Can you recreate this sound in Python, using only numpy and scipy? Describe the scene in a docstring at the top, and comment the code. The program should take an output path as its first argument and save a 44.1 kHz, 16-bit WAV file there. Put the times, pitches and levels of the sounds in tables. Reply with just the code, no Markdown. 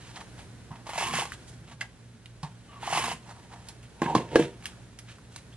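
"""In a small room, a plastic tape runner is drawn twice over a piece of card on a cutting mat, then rocked and
put down on the table. Strokes are trains of stick-slip clicks that ring shell and table modes; single blows
ring the same modes as knocks. Filtered slips brush and rustle (hands on card, a stroke's first rasp);
ringing clicks snap and tick. Faint squeaks, leaning, motor and mains hum, timed pips and room noise lie around.
Two close microphone ports hear it from the right; the highest peaks overload them."""
import sys
import numpy as np
from scipy import signal
from scipy.fft import rfft, irfft
from scipy.io import wavfile

SR = 44100
rng = np.random.default_rng(int(sys.argv[2]) if len(sys.argv) > 2 else 0)


def dump_mix(stems):
    """Bounce the given channels to the path in sys.argv[1] as a 16-bit WAV at rate SR."""
    frames = np.atleast_2d(stems).T  # one column per channel
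    limited = np.clip(frames, -1, 1)  # hard clip at full scale
    pcm = np.round(limited * 32767).astype(np.int16)
    wavfile.write(sys.argv[1], SR, pcm)


N = 245248

# Two tape strokes: t/s, pull level/dB, peel hiss over pull/dB (both before the layer trims)
STROKE_PULLS = [
    [(0.855, -49, -10), (0.895, -42, -3.5), (0.92, -46.5, -1.5), (0.972, -41, 0), (0.982, -33.5, -0.5),
     (1.025, -32.5, -2), (1.065, -34.5, -2.5), (1.115, -33, -9), (1.14, -36, 1), (1.195, -33, 1.5),
     (1.265, -48, -1.5), (1.3, -57, -6)],
    [(2.8, -52, -8), (2.83, -41.5, -8), (2.865, -39, -6), (2.92, -35.5, 0), (2.975, -27, -4),
     (3.005, -32.5, -4), (3.022, -37, 0.5), (3.05, -33, -3), (3.122, -37.5, -2.5), (3.15, -52.5, 1),
     (3.19, -65, 3)],
]
# Runner rocking and scraping: peak t/s, rise/s, fall/s, table rumble level/dB, shell level/dB, hiss level/dB
RUNNER_SLIDES = [(3.996, .003, .05, -68, -59, -56), (4.035, 0.012, 0.13, -51, -42, -41.5),
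                 (4.1, 0.078, 0.12, -33.5, -29, -47.5), (4.175, 0.013, 0.084, -30.5, -57, -38.5),
                 (4.346, 0.045, 0.025, -26, -37, -38.5), (4.39, 0.028, 0.12, -28.5, -41.5, -38.5),
                 (4.435, 0.067, 0.036, -45, -72, -44)]
# Brushing and rustling, of hands on the card and of the rasp as the second stroke starts:
# peak t/s, rise/s, fall/s, dull rub level/dB, rustle level/dB, fine hiss level/dB
BRUSHING_SWELLS = [(0.05, 0.089, 0.19, -63, -57, -56.5), (0.165, .008, 0.092, -56, -55, -66),
                   (0.218, 0.099, 0.018, -46.5, -57, -55), (0.393, 0.026, 0.035, -47.5, -55.5, -52.5),
                   (0.73, 0.036, 0.12, -48, -67, -80), (0.76, 0.013, 0.027, -73, -58, -62),
                   (1.34, 0.093, 0.019, -71, -51, -49.5), (1.49, 0.061, 0.064, -78, -76, -52.5),
                   (1.72, 0.056, 0.024, -51.5, -53, -56), (1.83, 0.024, 0.028, -41.5, -46, -63),
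                   (2.45, 0.016, 0.042, -42.5, -54, -56), (2.734, 0.087, 0.3, -57.5, -62, -83),
                   (2.835, 0.02, 0.055, -57, -40.5, -70), (3.298, 0.056, 0.15, -48.5, -62, -56.5),
                   (3.53, 0.044, 0.11, -46, -60, -56), (3.71, 0.084, 0.019, -55.5, -61, -54),
                   (4.645, 0.033, 0.013, -53, -53, -50), (4.68, 0.027, 0.053, -54, -50.5, -53),
                   (5.083, 0.011, 0.051, -75, -52, -67), (5.12, 0.09, 0.037, -73, -54, -57),
                   (5.32, 0.011, 0.085, -87, -63, -56), (5.38, 0.014, 0.024, -86, -58, -60)]
# Knocks of the runner: t/s, shell peak level/dB, table rms level/dB and crack rms level/dB (over 25 ms),
# table centre f/Hz, shell centre f/Hz, shell narrowness/(dB per octave squared), share of free ring time
RUNNER_KNOCKS = [(0.707, -38, -43.5, -70, 120, 750, 14, 0.95),
                 (0.715, -36.5, -42, -62, 132, 810, 3.5, 0.45),
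                 (1.809, -52, -56, -42.5, 805, 2120, 15, 0.71), (1.8119, -19, -65, -43, 119, 1880, 28, 0.5),
                 (2.431, -29, -33.5, -45.5, 108, 830, 12, 0.88), (2.439, -31, -68, -70, 153, 754, 33, 0.93),
                 (4.018, -17, -26, -42, 296, 1080, 5, 0.8), (4.03, -20, -40, -55, 255, 750, 7, 0.4),
                 (4.059, -22, -29.5, -64, 258, 895, 3, 1), (4.1507, -9, -22, -32.5, 350, 760, 38, 0.28),
                 (4.163, -26, -24.5, -42.5, 231, 860, 20, 0.47),
                 (4.357, -9.5, -10.5, -30, 433, 1470, 19, 0.3), (4.395, -27, -20, -63, 397, 640, 5, 0.62)]
# Tape catching and letting go: t/s, shell peak level/dB, crack rms level/dB over 25 ms, shell centre f/Hz
TAPE_CATCHES = [(0.868, -31, -48, 970), (0.892, -26, -48, 1080), (0.934, -28, -50, 1080),
                (0.958, -27, -50, 1000), (0.979, -21, -39, 1040), (1.011, -23, -40, 1000),
                (1.024, -23, -42, 950), (1.137, -23, -38, 970), (1.187, -21.5, -38, 780),
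                (1.219, -23, -45, 1000), (1.254, -28, -47.5, 870), (2.828, -27, -53, 900),
                (2.874, -21, -46, 950), (2.903, -27, -52, 850), (2.927, -18, -41, 900),
                (2.948, -20, -40, 1010), (2.974, -19, -41, 1040), (2.995, -23, -46, 1050),
                (3.039, -23, -43, 1080), (3.082, -21.5, -45, 980), (3.115, -24, -41, 1000)]
# Bright clicks, of card snaps and of sharp ticks at the second stroke's start and at runner knocks:
# t/s, peak level/dB, pitch f/Hz, rustle t60/s (at least 5 ms), ring over click/dB
BRIGHT_CLICKS = [(0.159, -30.5, 4070, 0.03, 3), (0.2112, -38, 2600, 0.02, 4), (0.392, -38.5, 3260, 0.2, -5),
                 (1.3202, -22, 1980, 0.015, -2), (2.2586, -29, 3300, 0.02, -5),
                 (2.821, -35, 3100, 0.05, -2), (2.843, -36, 3280, 0.04, -2), (3.67, -40, 1760, 0.079, -12),
                 (3.686, -25.5, 5450, 0.051, -12), (3.8283, -40, 2960, 0.16, -9),
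                 (4.032, -30, 2850, 0.064, 1), (4.3982, -20.5, 2610, 0.052, -17),
                 (4.4247, -22, 2510, 0.017, 2), (4.625, -36.5, 2360, 0.028, -2),
                 (4.6564, -12, 3000, 0.013, -9.5), (4.664, -21.5, 2900, 0.045, -19),
                 (4.9885, -26.5, 2500, 0.051, -19), (5.081, -54, 1940, 0.26, 10),
                 (5.184, -40.5, 1520, 0.04, -4.5), (5.3613, -18.5, 1620, 0.02, -28)]
# Faint squeaks, one list per glide: t/s, pitch f/Hz, level/dB
SQUEAK_GLIDES = [
    [(2.69, 1180, -61), (2.745, 1156, -49.5), (2.8, 1070, -56)],
    [(2.68, 3100, -63), (2.72, 2840, -60), (2.77, 2680, -71)],
    [(5.525, 2960, -56), (5.54, 3500, -58), (5.556, 3380, -78)],
]
# An arm leaning on the table: peak t/s, rise/s, fall/s, level/dB
ARM_LEANS = [(0.15, 0.32, 0.24, -66), (1.14, 0.17, 0.14, -37.5), (1.58, 0.13, 0.083, -49.5),
             (1.72, 0.13, 0.086, -46.5), (2.15, 0.11, 0.049, -52.5), (3.03, 0.23, 0.19, -42.5)]
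# Runner shell modes: f/Hz, relative level/dB, free t60/s
SHELL_MODES = [(664, -10, 0.034), (765, 0, 0.025), (872, 0.5, 0.055), (953, -1.5, 0.051),
               (1054, 5.5, 0.082), (1180, 7.5, 0.012), (1526, 13.5, 0.013), (1628, 14.5, 0.031),
               (1750, 9.5, 0.02), (2045, 11, 0.04), (2194, 10, 0.037), (2647, 21, 0.024),
               (2800, 20.5, 0.035), (3016, 18, 0.059), (3400, 15, 0.03)]
# Table top modes: f/Hz, relative level/dB, free t60/s
TABLE_MODES = [(65, -10, .15), (146, 2.5, .12), (170, -2, .11), (205, -3, .1), (232, 0, .1), (340, 0, .1),
               (395, 0, .07), (476, 0, .08), (528, -2, .07), (600, -2, .06), (700, -5, .05)]
# Colour of the peel hiss: f/Hz, relative level/dB
PEEL_COLOUR = [(760, -14), (1300, -8.5), (1710, -6), (2050, -3.5), (2880, -8.5), (3830, -12.5),
               (5830, -11.5), (7230, -9.5), (11000, -12.5), (14300, -10), (22000, -120)]
# Colour of the rustle and the scrape hiss: f/Hz, relative level/dB
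RUSTLE_COLOUR = [(1200, 4.5), (1800, 6), (3000, 6), (5000, -5), (8000, -3), (11500, -11.5)]
# Colour of the dull rub: f/Hz, relative level/dB
RUB_COLOUR = [(400, -10), (700, 8.5), (950, 11), (1400, -2.5), (2000, -4)]
# Motor and mains lines: f/Hz, rms level/dB before the hum trim
HUM_LINES = [(58.01, -61), (116.03, -54), (120.03, -57), (179.73, -62), (232.8, -66)]
# Colour of the room noise: f/Hz, relative level/dB
AIR_COLOUR = [(15, -52), (25, -6.5), (118, -1), (160, -5), (401, -12), (1230, -22.5), (1510, -19),
              (2510, -25.5), (8100, -29.5), (11000, -31.5), (14300, -13), (22000, -120)]
# Likeness of the room noise in the two ports: f/Hz, likeness (held within 0.01 to 0.99 in use)
AIR_LIKENESS_CURVE = [(60, 0.88), (170, 0.87), (480, 0.72), (1370, 0.62), (3900, 0.32), (11100, -0.07)]
# Colour of direct sound at the left port: f/Hz, level/dB
LEFT_COLOUR = [(100, -1.5), (4500, -1.16), (7000, -7.5), (9500, -10), (11500, 1.5)]

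LEFT_LAG_S = 5.5e-5


def strokes():
    """The tape peels in slips that shake the shell and, through the mat, the table; finer slips hiss."""
    walls_db, rasp_db, peel_db, rumble_db = -2.5, -8, 3, -13  # layer trims; the rasp follows the hiss
    on, spans = gains(STROKE_PULLS)
    pull = sum(o * from_db(db) for o, (db, _) in zip(on, spans))
    hiss = sum(o * from_db(db + over_db + peel_db) for o, (db, over_db) in zip(on, spans))
    peel = slips(per_s=2800, spread_db=2.0, clump_db=0.0)
    fine = slips(per_s=7600, spread_db=4.0, clump_db=1.0)
    walls = driven(from_db(walls_db) * pull, peel, SHELL_MODES[:6])
    rasp = driven(from_db(rasp_db) * hiss, peel, SHELL_MODES[7:])
    table = driven(from_db(rumble_db) * pull, peel, TABLE_MODES[1:3] + TABLE_MODES[5:8])
    return walls + rasp + hiss * rms_one(coloured(fine, closed(PEEL_COLOUR))) + table


def scrape():
    """Uneven contact of the rocking runner drives table and shell, over a more even hiss."""
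    rumble, shell, hiss = swells(RUNNER_SLIDES)
    contact = slips(per_s=1600, spread_db=-2.0, clump_db=-1.0)
    fine = slips(per_s=12000, spread_db=3.5, clump_db=-2.0)
    bodies = driven(rumble, contact, TABLE_MODES) + driven(shell, contact, SHELL_MODES[:4])
    return bodies + hiss * rms_one(coloured(fine, closed(RUSTLE_COLOUR)))


def brushing():
    """Slips in three bands, a dull rub, a rustle and a fine hiss: hands on the card, and a stroke's first rasp."""
    resting_rub_db, resting_rustle_db, hiss_from_hz = -78, -70.5, 4730  # a hand stays on the card
    resting = from_db([[resting_rub_db], [resting_rustle_db], [resting_rustle_db]])
    rub, rustle, hiss = swells(BRUSHING_SWELLS) + resting
    fibres = slips(per_s=5000, spread_db=2.0, clump_db=2.5)
    crisp = coloured(fibres, closed(RUSTLE_COLOUR))
    low = signal.sosfilt(signal.butter(4, hiss_from_hz, "low", fs=SR, output="sos"), crisp)
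    high = signal.sosfilt(signal.butter(4, hiss_from_hz, "high", fs=SR, output="sos"), crisp)
    dull = coloured(fibres, closed(RUB_COLOUR))
    return rub * rms_one(dull) + rustle * rms_one(low) + hiss * rms_one(high)


def knocks():
    """A blow strikes shell and table; where it lands picks the modes."""
    out, t = np.zeros(N + SR), np.arange(SR // 2) / SR
    for s, shell_db, table_db, crack_db, table_hz, shell_hz, narrow_db, ring_share in RUNNER_KNOCKS:
        force, crack = blow(t)
        # shell modes start against each other: a burst that swells
        shell = struck(force, SHELL_MODES, shell_hz, focus_db=narrow_db, ring_share=ring_share, sign=-0.88)
        # table modes start in step: a thud
        table = struck(force, TABLE_MODES, table_hz, focus_db=20.0, ring_share=ring_share, sign=0.89)
        bodies = from_db(shell_db) * shell + from_db(table_db) * head_one(table)
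        add_at(out, s, bodies + from_db(crack_db) * crack)
    return out[:N]


def catches():
    """Each catch of the tape jolts the shell and cracks, leaving the table still."""
    out, t = np.zeros(N + SR), np.arange(SR // 4) / SR
    for s, shell_db, crack_db, shell_hz in TAPE_CATCHES:
        force, crack = blow(t)
        shell = struck(force, SHELL_MODES, shell_hz, focus_db=14, ring_share=.3, sign=-.4)
        add_at(out, s, from_db(shell_db) * shell + from_db(crack_db) * crack)
    return out[:N]


def bright_clicks():
    """Card snaps and sharp ticks: a wide click and a dying rustle, both ringing at one broad pitch."""
    out, t = np.zeros(N + SR), np.arange(SR // 4) / SR
    for s, db, hz, t60, ring_db in BRIGHT_CLICKS:
        force = 0.32 * rng.standard_normal(len(t)) * from_db(-60 * t / max(t60, .005))
        force[0] = 1
        above = signal.lfilter(*signal.butter(2, hz / 1.5, "high", fs=SR), force)
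        pitched = ring(above, hz, 3.4 / hz)
        add_at(out, s, from_db(db) * peak_one(above + from_db(ring_db) * pitched))
    return out[:N]


def squeaks():
    """Short breathy glides: a tone and narrow noise carried on a sliding pitch."""
    clear_tone, breath_width = .7, .045  # tone amplitude; noise width as a share of the first pitch
    t, out = np.arange(N) / SR, 0
    for rows in SQUEAK_GLIDES:
        s, hz, db = np.transpose(rows)
        phase = 2 * np.pi * np.cumsum(np.interp(t, s, hz)) / SR
        width_hz = breath_width * hz[0]
        in_phase = (clear_tone + drift(width_hz)) * np.sin(phase)
        across = drift(width_hz) * np.cos(phase)
        out = out + from_db(np.interp(t, s, db, -200, -200)) * (in_phase + across)
    return out


def leans():
    """Soft weight on the table, as swelling noise, stirs its deepest modes."""
    level, = swells(ARM_LEANS)
    return driven(level, rng.standard_normal(N), TABLE_MODES[:5])


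def hum():
    """Motor and mains lines near 116 and 120 Hz beat four times a second; each line wavers a little."""
    in_step_s, trim_db = 0.065, -0.5  # moment when all lines crest together; trim on every line
    t, out = np.arange(N) / SR - in_step_s, 0
    for hz, db in HUM_LINES:
        level = from_db(db + trim_db + 0.13 * drift(0.54))
        out = out + np.sqrt(2) * level * np.cos(2 * np.pi * hz * t)
    return out


def pips():
    """Faint soft tone bursts keep even time, uneven in strength."""
    pip_hz, typical_db, every_s = 4030, -68, .1
    t = np.arange(N) / SR
    beat = np.round(t / every_s)
    strength = from_db(typical_db + 3 * rng.standard_normal(60))[beat.astype(int)]
    bell = np.exp(-((t - beat * every_s) / 0.01) ** 2)
    return strength * bell * np.sin(2 * np.pi * pip_hz * t)


def room(x):
    """Dense echoes dying away; the ports share the low ones and differ in the high ones."""
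    room_t60_s, room_db, wall_cut_hz = 0.24, -8.5, 22000
    nearby_t60_s, nearby_db = 0.049, 3.5  # things on the table scatter first
    t = np.arange(SR // 2) / SR
    decay = from_db(-60 * t / room_t60_s) + from_db(nearby_db - 60 * t / nearby_t60_s)
    fade_in = np.minimum(t / 0.002, 1)
    low, left, right = rng.standard_normal((3, SR // 2)) * decay * fade_in
    under, over = (signal.butter(1, 1800, kind, fs=SR) for kind in ("low", "high"))
    echoes = [signal.lfilter(*under, low) + signal.lfilter(*over, own) for own in (left, right)]
    echoes = signal.lfilter(*signal.butter(1, [200, wall_cut_hz], "band", fs=SR), echoes)
    echoes = from_db(room_db) * rms_one(echoes) / np.sqrt(len(t))
    return signal.fftconvolve(x[None], echoes, axes=1)[:, :N]


def air():
    """Room noise, drifting in level: alike in both ports in the bass, unrelated in the treble."""
    shared, left, right = rng.standard_normal((3, N))
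    likeness = [(hz, np.clip(c, .01, .99)) for hz, c in AIR_LIKENESS_CURVE]
    same = [(hz, 10 * np.log10(c)) for hz, c in likeness]
    own = [(hz, 10 * np.log10(1 - c)) for hz, c in likeness]
    left = coloured(shared, same, LEFT_LAG_S) + coloured(left, own)
    right = coloured(shared, same) + coloured(right, own)
    pair = np.array([coloured(x, AIR_COLOUR) for x in (left, right)]) * from_db([[-.4], [.4]])
    return from_db(-50 + 1.8 * drift(0.79)) * rms_one(pair)


def blow(t):
    """One click with a sparse rattle behind it, and the bright crack that it makes."""
    rattle = 0.15 * rng.standard_normal(len(t)) * np.exp(-t / 0.0079)
    force = rattle * (rng.random(len(t)) < .05)
    force[0] = -1
    spray = .16 * rng.standard_normal(len(t)) * from_db(-60 * t / .06)
    bright = signal.butter(1, [1700, 6000], "band", fs=SR)
    return force, head_one(signal.lfilter(*bright, force + spray))


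def struck(force, modes, centre_hz, focus_db, ring_share, sign):
    """Modes near the centre answer most; a hand on the body shortens rings; little radiates far off centre."""
    chance_db = rng.normal(0, 3.1, len(modes))
    rings = 0
    for k, (hz, db, t60) in enumerate(modes):
        off_centre_db = focus_db * np.log2(hz / centre_hz) ** 2
        gain = sign ** k * from_db(db - off_centre_db + chance_db[k])
        rings = rings + gain * ring(force, hz, t60 * ring_share)
    band = signal.butter(2, [centre_hz / 2, centre_hz * 2], "band", fs=SR, output="sos")
    return peak_one(signal.sosfilt(band, rings))


def slips(per_s, spread_db, clump_db):
    """Stick and slip: random clicks of uneven size, whose level can swell in clumps; rms 1."""
    sizes = from_db(spread_db * np.minimum(rng.exponential(1, N), 5)) * rng.choice([-1, 1], N)
    clicks = sizes * (rng.random(N) < per_s / SR)
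    return rms_one(clicks * from_db(clump_db * drift(47)))


def driven(level, force, modes):
    """A body driven around the given rms level, ringing on after the force stops."""
    return body(level * force, modes) / np.std(body(force, modes))


def body(force, modes):
    """All modes of a body driven together, signs alternating."""
    return sum((-1) ** k * from_db(db) * ring(force, hz, t60) for k, (hz, db, t60) in enumerate(modes))


def ring(force, hz, t60):
    """A two-pole resonator: a unit click sets a decaying sine ringing from height 1."""
    r, w = from_db(-60 / (t60 * SR)), 2 * np.pi * hz / SR
    return signal.lfilter([0, np.sin(w)], [1, -2 * r * np.cos(w), r * r], force + 1e-18)


def swells(rows):
    """Each row rises to its peak and falls away, straight in dB; one gain in time per level column."""
    swell_db = 20  # gained over a rise, lost over a fall
    t, out = np.arange(N) / SR, 0
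    for s, rise, fall, *db in rows:
        away = np.where(t < s, (s - t) / max(rise, .002), (t - s) / max(fall, .002))
        out = out + from_db(db)[:, None] * from_db(-swell_db * np.minimum(away, 8))
    return out


def gains(spans):
    """When each span sounds, and its columns drawn out in time."""
    t = np.arange(N) / SR
    columns = [np.transpose(span) for span in spans]
    on = [(t >= s[0]) & (t <= s[-1]) for s, *_ in columns]
    return on, [[np.interp(t, s, c) for c in cols] for s, *cols in columns]


def drift(rate):
    """Random wander, rms 1: noise through two equal low-pass poles at the rate in Hz."""
    r = np.exp(-2 * np.pi * rate / SR)
    return rms_one(signal.lfilter([1], [1, -2 * r, r * r], rng.standard_normal(N + SR))[SR:])


def coloured(x, spectrum, lag_s=0):
    """x shaped by a spectrum table and delayed."""
    hz = np.fft.rfftfreq(N, 1 / SR)
    lag = np.exp(-2j * np.pi * hz * lag_s)
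    return irfft(rfft(x) * from_db(at_hz(spectrum, hz)) * lag, N)


def closed(spectrum):
    """The same spectrum falling to -60 dB an octave past both ends."""
    return [(spectrum[0][0] / 2, -60), *spectrum, (spectrum[-1][0] * 2, -60)]


def at_hz(points, hz):
    """A spectrum table read on a log-frequency axis."""
    table_hz, table_db = np.transpose(points)
    return np.interp(np.log(np.maximum(hz, 1)), np.log(table_hz), table_db)


def add_at(out, s, sound):
    """Lay a sound into the track at s seconds."""
    i = round(s * SR)
    out[i:i + len(sound)] += sound


def from_db(db):
    """Decibels to gain."""
    return 10 ** (np.asarray(db) / 20)


def rms_one(x):
    """Scaled to rms 1."""
    return x / np.sqrt(np.mean(x ** 2) + 1e-20)


def head_one(x):
    """Scaled to rms 1 over the first 25 ms."""
    return x / np.sqrt(np.mean(x[:SR // 40] ** 2))


def peak_one(x):
    """Scaled to a highest swing of 1."""
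    return x / np.abs(x).max()


def scene():
    """Direct sounds reach the right port first; the left one is duller, most of all from 7 to 10 kHz."""
    near = strokes() + scrape() + brushing() + knocks() + catches() + bright_clicks() + squeaks() + leans()
    direct = near + hum() + pips()
    ports = np.array([coloured(direct, LEFT_COLOUR, LEFT_LAG_S), direct])
    return ports + room(near) + air()


def record(dry):
    """The ports lose deep bass, flatten peaks towards the overload level and cut the top."""
    overload, cutoff_hz = .5, 11700
    thin = signal.sosfilt(signal.butter(2, 40, "high", fs=SR, output="sos"), dry)
    flat = thin / (1 + np.abs(thin / overload) ** 8) ** (1 / 8)
    # the stop band, 50 dB down, starts just above the cutoff
    return signal.sosfilt(signal.cheby2(14, 50, cutoff_hz * 1.018, fs=SR, output="sos"), flat)


dry = scene()
out = record(dry)
dump_mix(out)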